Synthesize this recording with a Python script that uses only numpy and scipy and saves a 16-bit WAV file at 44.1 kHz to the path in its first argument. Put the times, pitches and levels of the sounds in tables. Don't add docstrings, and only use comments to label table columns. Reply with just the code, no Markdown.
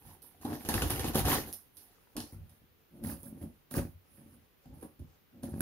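import sys
import numpy as np
from scipy import signal
from scipy.fft import rfft, irfft, next_fast_len
from scipy.io import wavfile
from scipy.ndimage import uniform_filter1d, map_coordinates

SR = 44100
rng = np.random.default_rng(int(sys.argv[2]) if len(sys.argv) > 2 else 0)


def dump(signal):
    limited = np.clip(np.atleast_2d(signal).T, -1, 1)
    pcm = np.round(limited * 32767).astype(np.int16)
    wavfile.write(sys.argv[1], SR, pcm)


def nominal_scale(level):
    x = np.asarray(level, float) / 20
    return 10 ** x


N = 247401


def unit(x):
    return x / np.sqrt(np.mean(x ** 2) + 1e-20)


def along(points, hz):
    f, v = np.transpose(points)
    return np.interp(np.log(hz + 1), np.log(f + 1), v)


def colour(points):
    return lambda hz: nominal_scale(along(points, hz))


def wobble(rate):
    knots = rng.standard_normal(int(N * rate / SR) + 4)
    return map_coordinates(knots, [np.arange(N) * rate / SR])


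def filtered(x, response):
    m = 2 * next_fast_len(N // 2 + SR // 4)
    return irfft(rfft(x, m) * response(np.fft.rfftfreq(m, 1 / SR)), m)[..., :N]


def resonances(modes):
    def response(f):
        total = 0
        for k, (centre, width, db) in enumerate(modes):
            damping = 1j * f * width
            total = total + (-1) ** k * nominal_scale(db) * damping / (centre * centre - f * f + damping)
        return total
    return response


def causal(points):
    def response(hz):
        cepstrum = irfft(np.log(nominal_scale(along(points, hz))))
        half = len(cepstrum) // 2
        return np.exp(rfft(np.r_[cepstrum[0], 2 * cepstrum[1:half], np.zeros(half)]))
    return response


def sides(db):
    return nominal_scale(np.array([db / 2, -db / 2]))


# (frequency [Hz], likeness [0-1])
ALIKE = [(60, 0.86), (200, 0.99), (500, 0.85), (1000, 0.15), (3000, 0.18), (7000, 0.26), (10000, 0.83),
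         (15000, 1)]


def spread(pair, response, alike):
    turn = lambda hz: np.arccos(np.clip(along(alike, hz), -1, 1)) / 2
    same, other = filtered(pair, lambda hz: response(hz) * [np.cos(turn(hz)), np.sin(turn(hz))])
    return unit(np.array([same + other, same - other]))


# (time [s], left over right [dB])
PLACE = [(0, -12), (1.4, -4), (1.6, -9.5), (2.3, -5.5), (3.3, -11.5), (4.4, -10), (5.61, -14)]


def blade_place(s):
    return sides(np.interp(s, *np.transpose(PLACE)))


def grit(per_s, spread_db, smooth):
    draw = rng.random((2, 2, N))
    sizes = nominal_scale(-spread_db * np.log(draw[1] + 0.21))
    slips = (draw[0] < per_s / SR) * sizes * np.sign(rng.standard_normal((2, N)))
    return np.sqrt(1 - smooth) * unit(slips) + np.sqrt(smooth) * rng.standard_normal((2, N))


def patchy(pair, depth_db):
    z = signal.stft(pair, nperseg=256)[2]
    field = uniform_filter1d(rng.standard_normal(z.shape[1:]), size=4, axis=0)
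    field = uniform_filter1d(field, size=7, axis=1)
    return signal.istft(z * nominal_scale(depth_db * unit(field)), nperseg=256)[1][:, :N]


def contact(rows, fall_db_s, idle_db, shared):
    t = np.arange(0, N + 20, 20) / SR
    idle = idle_db + 6.5 * wobble(11.0)
    s, swell_s, hold_s, db, share_db = np.transpose(rows)[..., None]
    before = np.clip(s - t, 0, None)
    after = np.clip(t - s - hold_s, 0, None)
    swell_db = 25 * (before / np.clip(swell_s, .004, None)) ** 1.42
    level_db = db + shared * share_db - swell_db - fall_db_s * after
    power = nominal_scale(2 * level_db).sum(axis=0)
    return np.sqrt(nominal_scale(2 * idle) + np.interp(np.arange(N) / SR, t, power))


# (from [s], to [s])
BLADE_ON_LID = [
    (0, 1.95),
]


def lid_then_front(lid, front, spans=BLADE_ON_LID):
    t = np.arange(N) / SR
    inside = np.any([(start <= t) & (t < end) for start, end in spans], axis=0)
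    return np.where(inside, lid, front)


# (centre [Hz], width [Hz], level [dB])
PANELS = [(151.5, 9.2, 1), (190.4, 25, -1.5), (229.4, 32.3, 0.5), (293.8, 23, 4), (367, 30, 1.5),
          (455, 74, -4), (545, 65, -4.5), (770, 41, -6), (1084, 220, -14.5)]
# (centre [Hz], width [Hz], level [dB])
FRONT = [(141, 22, -8.5), (172, 26, -6), (225.2, 16.6, -0.5), (255.4, 15.6, -2.5), (288, 14.3, -5.5),
         (347.5, 13.2, -7.5), (451, 33, -21), (557, 37, -14.5), (757, 194, -25.5)]
# (centre [Hz], width [Hz], level [dB])
SIDE_WALL = [(155, 49, -13), (240, 17, -0.5), (300.4, 20.6, 0.5), (334, 13, -4.5), (425, 50, -14.5),
             (600, 130, -16.5), (727, 124, -16), (1126, 67, -20.5)]
# (from [s], to [s])
ON_LID = [
    (0, .4),
    (.645, 1.95),
    (4.81, 4.95),
]
# (from [s], to [s])
ON_SIDE_WALL = [
    (.4, .645),
    (2.1, 2.315),
]


def panel_modes(through):
    flat = lid_then_front(through(PANELS), through(FRONT), ON_LID)
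    return lid_then_front(through(SIDE_WALL), flat, ON_SIDE_WALL)


# (frequency [Hz], density [dB per Hz])
HUSH = [(15, -27), (25, 3.5), (409, -3.5), (444, -2), (537, -6.5), (582, -10), (1120, -10), (2970, -12.5),
        (9280, -26.5), (15100, -12), (16400, -38)]
# (frequency [Hz], likeness [0-1])
HUSH_ALIKE = [(100, 0.28), (1000, 0.034), (5000, 0.032), (15000, 0.18)]


def hush():
    return nominal_scale(-64) * spread(rng.standard_normal((2, N)), colour(HUSH), HUSH_ALIKE)


# (frequency [Hz], time to fall 60 dB [s])
ROOM = [(150, 0.29), (1000, 0.21), (4000, 0.24), (10000, 0.28), (16000, 0.67)]
# (time [s], level [dB])
WALLS = [(.0065, -11), (.0085, 1.5), (0.018, -2), (.018, -5)]


def room(x, echo_db, tail_db):
    hz, t, z = signal.stft(rng.standard_normal((3, SR // 2)), SR, nperseg=256)
    apart = np.sqrt(1 - np.clip(along(ALIKE, hz), 0, 1))[:, None]
    z = z[2] + z[:2] * apart * 4.7
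    tail = signal.istft(z * nominal_scale(-60 * t / along(ROOM, hz)[:, None]), SR, nperseg=256)[1]
    tail = nominal_scale(tail_db) * tail / np.linalg.norm(tail[0])
    answer = np.pad(tail, ((0, 0), (250, 0)))
    for s, db in WALLS:
        answer[:, round(s * SR)] += nominal_scale(db + echo_db)
    return signal.fftconvolve(x, answer, axes=1)[:, :N]


# (time [s], peak level [dB], thud share [dB])
KNOCKS = [(0.067, -63, -11), (0.45, -15, -17), (0.689, -22, -18), (0.74, -17.5, -34), (0.822, -51, -11),
          (1.155, -13, -33), (1.253, -25, -6), (2.156, -38, -30), (2.18, -15.5, -34), (2.326, -31.5, -8),
          (2.619, -45, -10), (2.939, -44, -15), (2.983, -36.5, -15), (3.038, -22, -23), (3.233, -29.5, -23),
          (3.415, -26.5, -27), (3.711, -37, -25), (3.742, -15.5, -23), (3.775, -14.5, -7),
          (4.182, -34, -11), (4.657, -36, -17), (4.827, -39, -19), (5.019, -30, 4), (5.345, -35.5, -23),
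          (5.431, -23, -20), (5.488, -19, -17), (5.539, -17.5, -17),
          (0.488, -18.5, -22), (0.509, -38, -20), (.522, -15, -20), (0.555, -20, -20), (.748, -20, -2),
         (0.754, -22, -10), (0.833, -18, -15), (0.848, -24, -9), (.902, -28, -14), (1.078, -24, -7),
         (1.196, -29, 2), (1.307, -30, -3), (0.985, -34, -12), (1.047, -42, -14), (1.282, -15, 3),
         (2.167, -21.5, -17), (2.202, -24.5, -20), (2.24, -26, -17), (3.047, -18, -12), (3.073, -26, -15),
         (3.128, -21, -15), (3.264, -33, -22), (3.327, -27.5, -20), (3.377, -28, -23), (3.439, -26.5, -20),
         (3.783, -28, -11), (3.799, -28, -5), (3.852, -22, -2), (4.218, -34.5, -16), (4.262, -39, -12),
         (4.85, -36.5, -18), (4.999, -32.5, -14), (5.562, -19.5, -15), (5.58, -20, -7), (5.605, -12.5, -3)]
# (centre [Hz], width [Hz], level [dB])
TABLE = [(56, 14, 2), (88.8, 10.4, 7), (149.4, 12, -2.5)]


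def knocks():
    panel, table = np.zeros((2, N))
    for s, db, thud_db in KNOCKS:
        panel[round(s * SR)] = -nominal_scale(db + 36)
        table[round(s * SR)] = nominal_scale(db + thud_db + 24)
    soft = lambda hz: 1 / (1 + 1j * hz / 600) ** 3
    together = lambda modes: lambda hz: soft(hz) * sum(resonances([mode])(hz) for mode in modes)
    boom = panel_modes(lambda modes: filtered(panel, together(modes)))
    return boom + filtered(table, lambda hz: soft(hz) * resonances(TABLE)(hz))


# (time [s], peak level [dB])
PIVOT = [(1.5278, -24), (1.5336, -31), (1.5355, -33), (1.54, -35), (1.5452, -33), (1.77, -40), (1.771, -41),
         (2.1665, -32), (.2205, -44), (.6893, -19), (3.7405, -33), (5.4328, -42)]
# (centre [Hz], width [Hz], level [dB])
STEEL = [(5500, 1800, -3), (10300, 2200, 1.5), (14000, 3000, -4)]


def pivot():
    blows = np.zeros(N)
    for s, db in PIVOT:
        blows[round(s * SR)] = nominal_scale(db + 14)
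    ring = lambda hz: resonances(STEEL[:1])(hz) + resonances(STEEL[1:])(hz)
    return sides(-5)[:, None] * filtered(blows, ring)


# (time [s], peak level [dB])
TAPE_TICKS = [(3.0695, -40), (3.204, -48), (3.232, -38), (3.261, -43), (5.4954, -48), (5.595, -44)]
# (centre [Hz], width [Hz], level [dB])
TAPE_SKIN = [(10400, 3300, 3.5), (13500, 2100, -11)]


def tape_ticks():
    blows = np.zeros(N)
    for s, db in TAPE_TICKS:
        blows[round(s * SR)] = nominal_scale(db + 16)
    return sides(-6)[:, None] * filtered(blows, lambda hz: resonances(TAPE_SKIN)(hz) ** 2)


# (time at full strength [s], swell [s], hold [s], tape rustle level [dB], card body over it [dB])
DRAGS = [(.452, 0.013, 0.036, -63.5, 16), (.52, .05, 0.052, -56.5, 6), (1.78, .01, 0.033, -65, -19),
         (2.17, 0.0052, .03, -51, -2), (2.206, 0.022, 0.036, -55, -7), (3.05, .012, 0.064, -63, 9),
         (3.744, 0.0056, 0.0092, -59, 8), (3.776, .02, 0.013, -67, 14), (4.75, 0.082, 0.015, -80.5, 14),
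         (5.44, 0.007, .1, -73, 7.5)]
# (centre [Hz], width [Hz], level [dB])
LOOSE_TAPE = [(4120, 1100, -0.18), (5860, 3000, -1.8)]
# (centre [Hz], width [Hz], level [dB])
BARE_CARD = [(597, 200, -6), (853, 177, 1), (1164, 220, -3.5), (1710, 230, -4.5)]


def drags():
    fall_db_s, idle_db = 247, -140
    steep = lambda modes: lambda hz: resonances(modes)(hz) ** 2
    slips = patchy(grit(700, 3, smooth=0.63), depth_db=4.5)
    rustle = contact(DRAGS, fall_db_s, idle_db, False) * spread(slips, steep(LOOSE_TAPE), ALIKE)
    body = contact(DRAGS, fall_db_s, idle_db, True) * spread(slips, steep(BARE_CARD), ALIKE)
    return rustle + body


# (time [s], peak level [dB], pitch [Hz])
CRACKLES = [(.105, -50, 1010), (0.129, -51, 1070), (.15, -49, 880), (.345, -52.5, 724),
            (0.453, -32.5, 3970), (.5, -43, 1120), (0.531, -44, 1240), (0.661, -35, 2860), (.451, -30, 800),
            (.689, -24, 1670), (.741, -19.5, 2680), (.742, -21, 4700), (.749, -48, 1200), (.797, -40, 1550),
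            (.821, -18, 2850), (.823, -22, 1460), (.826, -38, 5030), (.904, -30, 970), (.905, -28, 2980),
            (.911, -37, 4500), (.96, -25, 2860), (.997, -40, 5496), (1.047, -42, 2280), (1.084, -26, 2840),
            (1.157, -21, 3500), (1.192, -32, 2090), (1.258, -39, 2934), (1.284, -25, 1400),
            (1.306, -27, 1800), (1.318, -19.5, 3230), (1.328, -16.5, 1010), (1.345, -21, 1097),
            (1.384, -27.5, 1830), (2.167, -28, 5200), (2.168, -51, 918), (2.18, -39, 5500),
            (2.204, -27.5, 5300), (2.23, -37, 5270), (2.25, -52, 4700), (2.204, -33.5, 3490),
            (2.323, -54, 890), (3.04, -45, 1640), (3.083, -51, 1780), (4.21, -54, 293), (3.12, -40, 1190),
            (4.26, -56, 290), (3.711, -46, 3700), (3.79, -30, 560), (3.8, -41, 1290), (3.741, -31, 1650),
            (3.768, -40, 1600), (3.778, -28.5, 600), (4.656, -48, 770), (4.994, -55.5, 600),
            (4.829, -48, 1040), (4.831, -46.5, 1660), (5.434, -52, 1500), (5.541, -50, 1640),
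            (5.606, -27.5, 1580), (5.607, -35, 2530)]


def crackles():
    out, t = np.zeros((2, N + SR)), np.arange(SR // 20) / SR
    for s, db, hz in CRACKLES:
        rough = 1 + 1.5 * uniform_filter1d(rng.standard_normal((2, len(t))), size=9, axis=1)
        fall = nominal_scale(db - 60 * t * hz / 28)
        rise = 1 - np.exp(-t * hz / 0.68)
        out[:, round(s * SR):][:, :len(t)] += rough * fall * rise * np.sin(2 * np.pi * hz * t)
    return out[:, :N]


# (time at full strength [s], swell [s], hold [s], tape fizz level [dB], card scrape over it [dB])
LID_CUTS = [(0.088, 0.23, 0.052, -57.5, 1.5), (0.225, 0.005, 0.049, -53, -8), (0.36, 0.16, 0.082, -69, 3.5),
            (0.425, 0.018, 0.14, -54, 3.5), (0.444, .006, 0.11, -62, -1), (0.516, 0.058, 0.03, -47.5, 6),
            (0.605, 0.043, 0.03, -52.5, 5), (0.653, 0.0051, 0.14, -45, 3), (0.69, 0.005, 0, -35.5, 10.5),
            (0.745, 0.062, 0.065, -39, 7), (0.811, 0.0051, 0.064, -44.5, 8), (0.901, 0.005, 0.015, -35, 9),
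            (0.974, 0.21, 0.024, -40.5, 5), (1.072, 0.082, 0.015, -38.5, 6.5),
            (1.152, 0.0093, 0.043, -32, 4.5), (1.25, 0.013, 0.055, -37.5, 8),
            (1.309, 0.078, 0.047, -29, 5.5), (1.396, 0.13, 0.096, -48, 3), (1.537, 0.015, 0, -38, -12),
            (1.783, 0.068, 0.051, -52, -10), (1.886, 0.23, 0.31, -71.5, 5)]
# (time at full strength [s], swell [s], hold [s], tape fizz level [dB], card scrape over it [dB])
WALL_CUTS = [(2.168, 0.004, 0.067, -56.5, -0.5), (2.252, .04, 0.047, -60, -1),
             (2.326, 0.0067, 0.0083, -55.5, -1), (2.53, 0.2, 0.052, -67.5, -3), (3.02, 0.21, 0, -66, -2),
             (3.045, 0.023, 0.059, -44, -1), (3.116, 0.066, 0.0037, -41, -2.5),
             (3.2, 0.034, 0.011, -57, -11), (3.24, 0.03, 0.042, -51, -7), (3.43, 0.12, 0.0078, -54.5, -2.5),
             (3.711, 0.0061, 0.11, -48, -3), (3.767, 0.037, 0, -37, 6), (4.124, 0.057, 0.078, -64, -4.5),
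             (4.32, 0.32, 0.037, -64, -1.5), (4.15, 0.021, .04, -65, -1), (4.742, 0.015, 0.047, -62.5, -8),
             (4.828, 0.026, 0, -47.5, -10), (5.436, 0.015, 0.028, -54, -2), (5.5, 0.05, 0.12, -58, 0),
             (5.608, 0.0038, 0.054, -35, 4)]
SCRAPE_FALL_DB_S = 297


def fibres():
    count, t = int(200 * N / SR), np.arange(SR // 40) / SR
    start = rng.integers(0, N, count)
    size = rng.exponential(size=count)
    pitch, pan = rng.standard_normal((2, count, 1))
    hz = np.clip(2300 * 2 ** (.7 * pitch), 900, 7000)
    fall = nominal_scale(5 * np.clip(size, 0, 3)[:, None] - 60 * t * hz / 18)
    ring = fall * np.sin(2 * np.pi * hz * t) * np.sqrt(1000 / hz)
    at = (start[:, None] + np.arange(len(t))).ravel()
    pair = np.array([np.bincount(at, (ring * nominal_scale(side * 3 * pan)).ravel(), N + SR)[:N] for side in (1, -1)])
    return nominal_scale(-9) * contact(LID_CUTS + WALL_CUTS, SCRAPE_FALL_DB_S, -140, True) * unit(pair)


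# (time at full strength [s], swell [s], hold [s], panel level [dB], share passed to the table [dB])
LID_LOADS = [(.068, 0.049, 0.024, -60.5, 11.5), (.258, 1, 0.0047, -61, -10), (.372, 0.047, 0.096, -61, -4),
             (.452, 0.01, 0.09, -34, -11.5), (.61, 0.026, 0.0032, -44, -17),
             (.662, 0.029, 0.045, -41.5, -2), (.69, 0.014, 0.032, -32, -11),
             (.755, 0.033, 0.0093, -32, 1.5), (.828, 0.029, 0.029, -30.5, 0.5),
             (.904, 0.0072, 0, -33.5, -1.5), (.94, 0.073, 0.056, -35.5, -0.5),
             (.995, 0.035, 0.11, -33.5, -2), (1.158, 0.02, 0.0072, -25, -6.5),
             (1.2, 0.041, 0.075, -37.5, 10), (1.264, 0.018, 0.11, -29.5, -8.5), (1.42, 0.24, 0.08, -46, -6),
             (1.771, 0.027, 0.055, -62.5, -7)]
# (time at full strength [s], swell [s], hold [s], panel level [dB], share passed to the table [dB])
WALL_LOADS = [(2.16, 0.0096, 0.026, -38.5, -6.5), (2.333, 0.0097, 0.1, -56, 10),
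              (2.535, 0.39, 0, -62.5, -7), (2.641, 0.049, 0, -63.5, 5), (2.947, 0.051, 0.11, -48.5, -12),
              (3.041, 0.053, 0.087, -36, -6.5), (3.246, 0.062, 0.14, -46.5, -10.5),
              (3.417, 0.012, 0.031, -37.5, -7), (3.716, 0.0066, 0.062, -41, -29),
              (3.778, 0.013, 0, -22.5, -4.5), (3.956, 0.068, 0, -79, 26), (4.119, 0.013, 0.0092, -59, -5),
              (4.19, 0.02, 0.083, -55, -8), (4.382, 0.21, 0, -57.5, -1.5), (4.659, 0.005, 0.12, -50.5, 1),
              (4.827, 0.011, 0.019, -42.5, -11), (4.996, 0.0076, 0.032, -52.5, 7.5),
              (5.338, 0.011, 0.073, -52, -22), (5.437, 0.005, 0.0023, -31, -16),
              (5.514, 0.15, 0.11, -44, 1.5), (5.61, 0.014, 0.012, -32, -20)]
# (frequency [Hz], density [dB per Hz])
SCRAPE = [(350, -2), (600, -11), (745, 3), (916, -8), (1090, -10), (1170, -12.5), (1830, -9), (2110, -17),
          (2890, -12.5), (6650, -14), (8000, -19), (10400, -31.5), (17600, -120)]
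# (frequency [Hz], density [dB per Hz])
WALL_SCRAPE = [(350, -7), (600, 1), (640, -68), (729, -3.5), (1070, -14), (1280, -9), (1800, -15.5),
               (2050, -26), (2500, -15), (3020, -25), (4700, -16.5), (8000, -18.5), (10400, -40),
               (17600, -120)]
# (frequency [Hz], density [dB per Hz])
FIZZ = [(4590, -62), (7800, -16.5), (9820, 1.5), (12200, 2.5), (15700, -6.5), (16200, -38), (16400, -38)]
# (frequency [Hz], density [dB per Hz])
WALL_FIZZ = [(4590, -81), (7800, -13), (9820, 3.5), (14800, -1), (16100, 3), (16400, -6)]
# (frequency [Hz], density [dB per Hz])
BRUSH_FIZZ = [(4590, -63), (6500, -31.5), (8000, -19.5), (9500, 5), (11500, 6.5), (12500, -5), (16400, -3)]
# (from [s], to [s])
BRUSHING = [
    (3.33, 3.6),
    (4, 5.7),
]


def strokes():
    loads, cuts = LID_LOADS + WALL_LOADS, LID_CUTS + WALL_CUTS
    jerk = np.clip(wobble(35), -3, 1.2)

    thud = spread(grit(150, 1.3, smooth=0.22), lambda hz: resonances(TABLE)(hz) * hz / (hz + 60), ALIKE)
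    rub = grit(400, 11.6, smooth=0.64)
    boom = panel_modes(lambda modes: spread(rub, resonances(modes), ALIKE))
    rasp = patchy(grit(500, 4.8, smooth=0.42), depth_db=2.0)
    scrape = lid_then_front(spread(rasp, colour(SCRAPE), ALIKE), spread(rasp, colour(WALL_SCRAPE), ALIKE))
    tear = patchy(grit(2500, 3.1, smooth=0.98), depth_db=3.0)
    fizz = lid_then_front(spread(tear, colour(FIZZ), ALIKE), spread(tear, colour(WALL_FIZZ), ALIKE))
    fizz = lid_then_front(spread(tear, colour(BRUSH_FIZZ), ALIKE), fizz, BRUSHING)

    thud = contact(loads, 191, -84, True) * thud
    boom = contact(loads, 250, -103, False) * nominal_scale(0.25 * jerk - 2.5) * boom
    scrape = contact(cuts, SCRAPE_FALL_DB_S, -73.5, True) * nominal_scale(1.5 * jerk - 5) * scrape
    flutter = nominal_scale(2 * jerk + 0.12 * wobble(91) - 3.5)
    fizz = contact(cuts, 282, -85.5, False) * flutter * blade_place(np.arange(N) / SR) * fizz
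    return thud + boom + scrape + fizz


# (time [s], peak level [dB], card rasp share [dB], fizz level [dB])
LID_SNAPS = [(0.064, -51, -4, -22), (0.22, -41.5, -20, -5.5), (0.413, -55, 5.5, 2), (.448, -41.5, -5, -1.5),
             (0.65, -44, 14, -11), (0.689, -23, 1, -5), (0.7403, -20.5, 1.5, -6), (.82, -29.5, 4.5, 1.5),
             (0.904, -16.5, -42, -12.5), (0.9943, -28.5, 0.5, 0.5), (1.0427, -39, 9, 3.5),
             (1.135, -38.5, 7, -3), (1.145, -37, 2, 7), (1.155, -23.5, 1, -2.5), (1.253, -32.5, 2.5, 3),
             (1.283, -31.5, 9, -1), (1.5273, -33, -36, -21), (1.7695, -36.5, -17, -6)]
# (time [s], peak level [dB], card rasp share [dB], fizz level
# [dB])
WALL_SNAPS = [(2.1662, -29.5, -1.5, -2.5), (2.2026, -33, 0.5, -6), (2.324, -44, -18, -25),
              (2.495, -52, -3, -2.5), (3.039, -32, -3, -15), (3.07, -39, -24, 0.5), (3.232, -39, -16, -12),
              (3.263, -52, -23, -25), (3.711, -34.5, -5.5, -7.5), (3.7398, -31, -1, -15),
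              (3.772, -49, -13, -14), (4.6554, -67, -1, 1), (4.813, -45, -13, -16), (4.828, -41, -3, -24),
              (4.994, -48.5, -11, -12), (5.4339, -41, 6.5, -11.5), (5.4958, -59, -20, -21),
              (5.542, -51, 5, -16), (5.6064, -17.5, -7.5, -28)]
# (frequency [Hz], density [dB per Hz])
CRACK = [(1470, -77), (2500, -17), (4960, -8.5), (5670, -11), (7640, -21.5), (9830, -2), (11300, -1.5),
         (15300, -16), (16400, -23)]


def snaps():
    high, mid, t = np.zeros((2, N + SR)), np.zeros((2, N + SR)), np.arange(SR // 3) / SR
    for s, db, mid_db, fizz_db in LID_SNAPS + WALL_SNAPS:
        noise = rng.standard_normal(len(t)) + 0.53 * rng.standard_normal((2, len(t)))
        burst = nominal_scale(fizz_db - 9.0 - 60 * t / 0.17) * noise
        burst += nominal_scale(-60 * t / .0012) * np.cos(np.pi * t * SR * rng.uniform(.3, .6))
        start = round((s + .0003) * SR)
        high[:, start:][:, :len(t)] += nominal_scale(db) * blade_place(s)[:, None] * burst
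        mid[:, start:][:, :len(t)] += nominal_scale(db + mid_db) * (burst * nominal_scale(1 - 60 * t / 0.1) + 1.1 * (t == 0))
    card = filtered(mid[:, :N], causal(SCRAPE))
    return nominal_scale(9.5) * filtered(high[:, :N], causal(CRACK)) + nominal_scale(18.5) * card


# (frequency [Hz], phase by which left leads [radians])
LEAD = [(100, 0), (1000, .6), (3000, 2), (5500, 3.1), (9500, 5.8), (12000, 6.3), (16000, 6.6)]
# (frequency [Hz], phase by which left leads [radians])
WALL_LEAD = [(300, 0.11), (1500, 1.48), (16000, 1.36)]


def scene():
    ticks = snaps()
    pushes = sides(1)[:, None] * knocks() + crackles()
    rubbing = strokes() + drags() + fibres()
    clicks = pivot() + tape_ticks()
    sharp_answer = room(ticks + clicks, echo_db=-32.0, tail_db=-4.0)
    dull_answer = room(pushes + rubbing, echo_db=-19.5, tail_db=-10)
    box = ticks + sharp_answer + pushes + rubbing + dull_answer
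    late = filtered(box[1], lambda hz: np.exp(-1j * np.array([along(LEAD, hz), along(WALL_LEAD, hz)])))
    return np.array([box[0], lid_then_front(*late)]) + clicks + hush()


def top_cut(x):
    return signal.sosfilt(signal.butter(12, 16830, fs=SR, output="sos"), x)


# (frequency [Hz], level [dB])
PORT = [(15, -34), (30, -6), (58, -3), (6800, -5.5), (7900, -10), (8900, -2), (15750, -3), (15950, -42),
        (16800, -53)]


def record(dry):
    heard = filtered(dry, colour(PORT))
    heard = heard / (1 + np.abs(heard / .24) ** 4) ** (1 / 4)
    return top_cut(heard)


dry = scene()
out = record(dry)
dump(out)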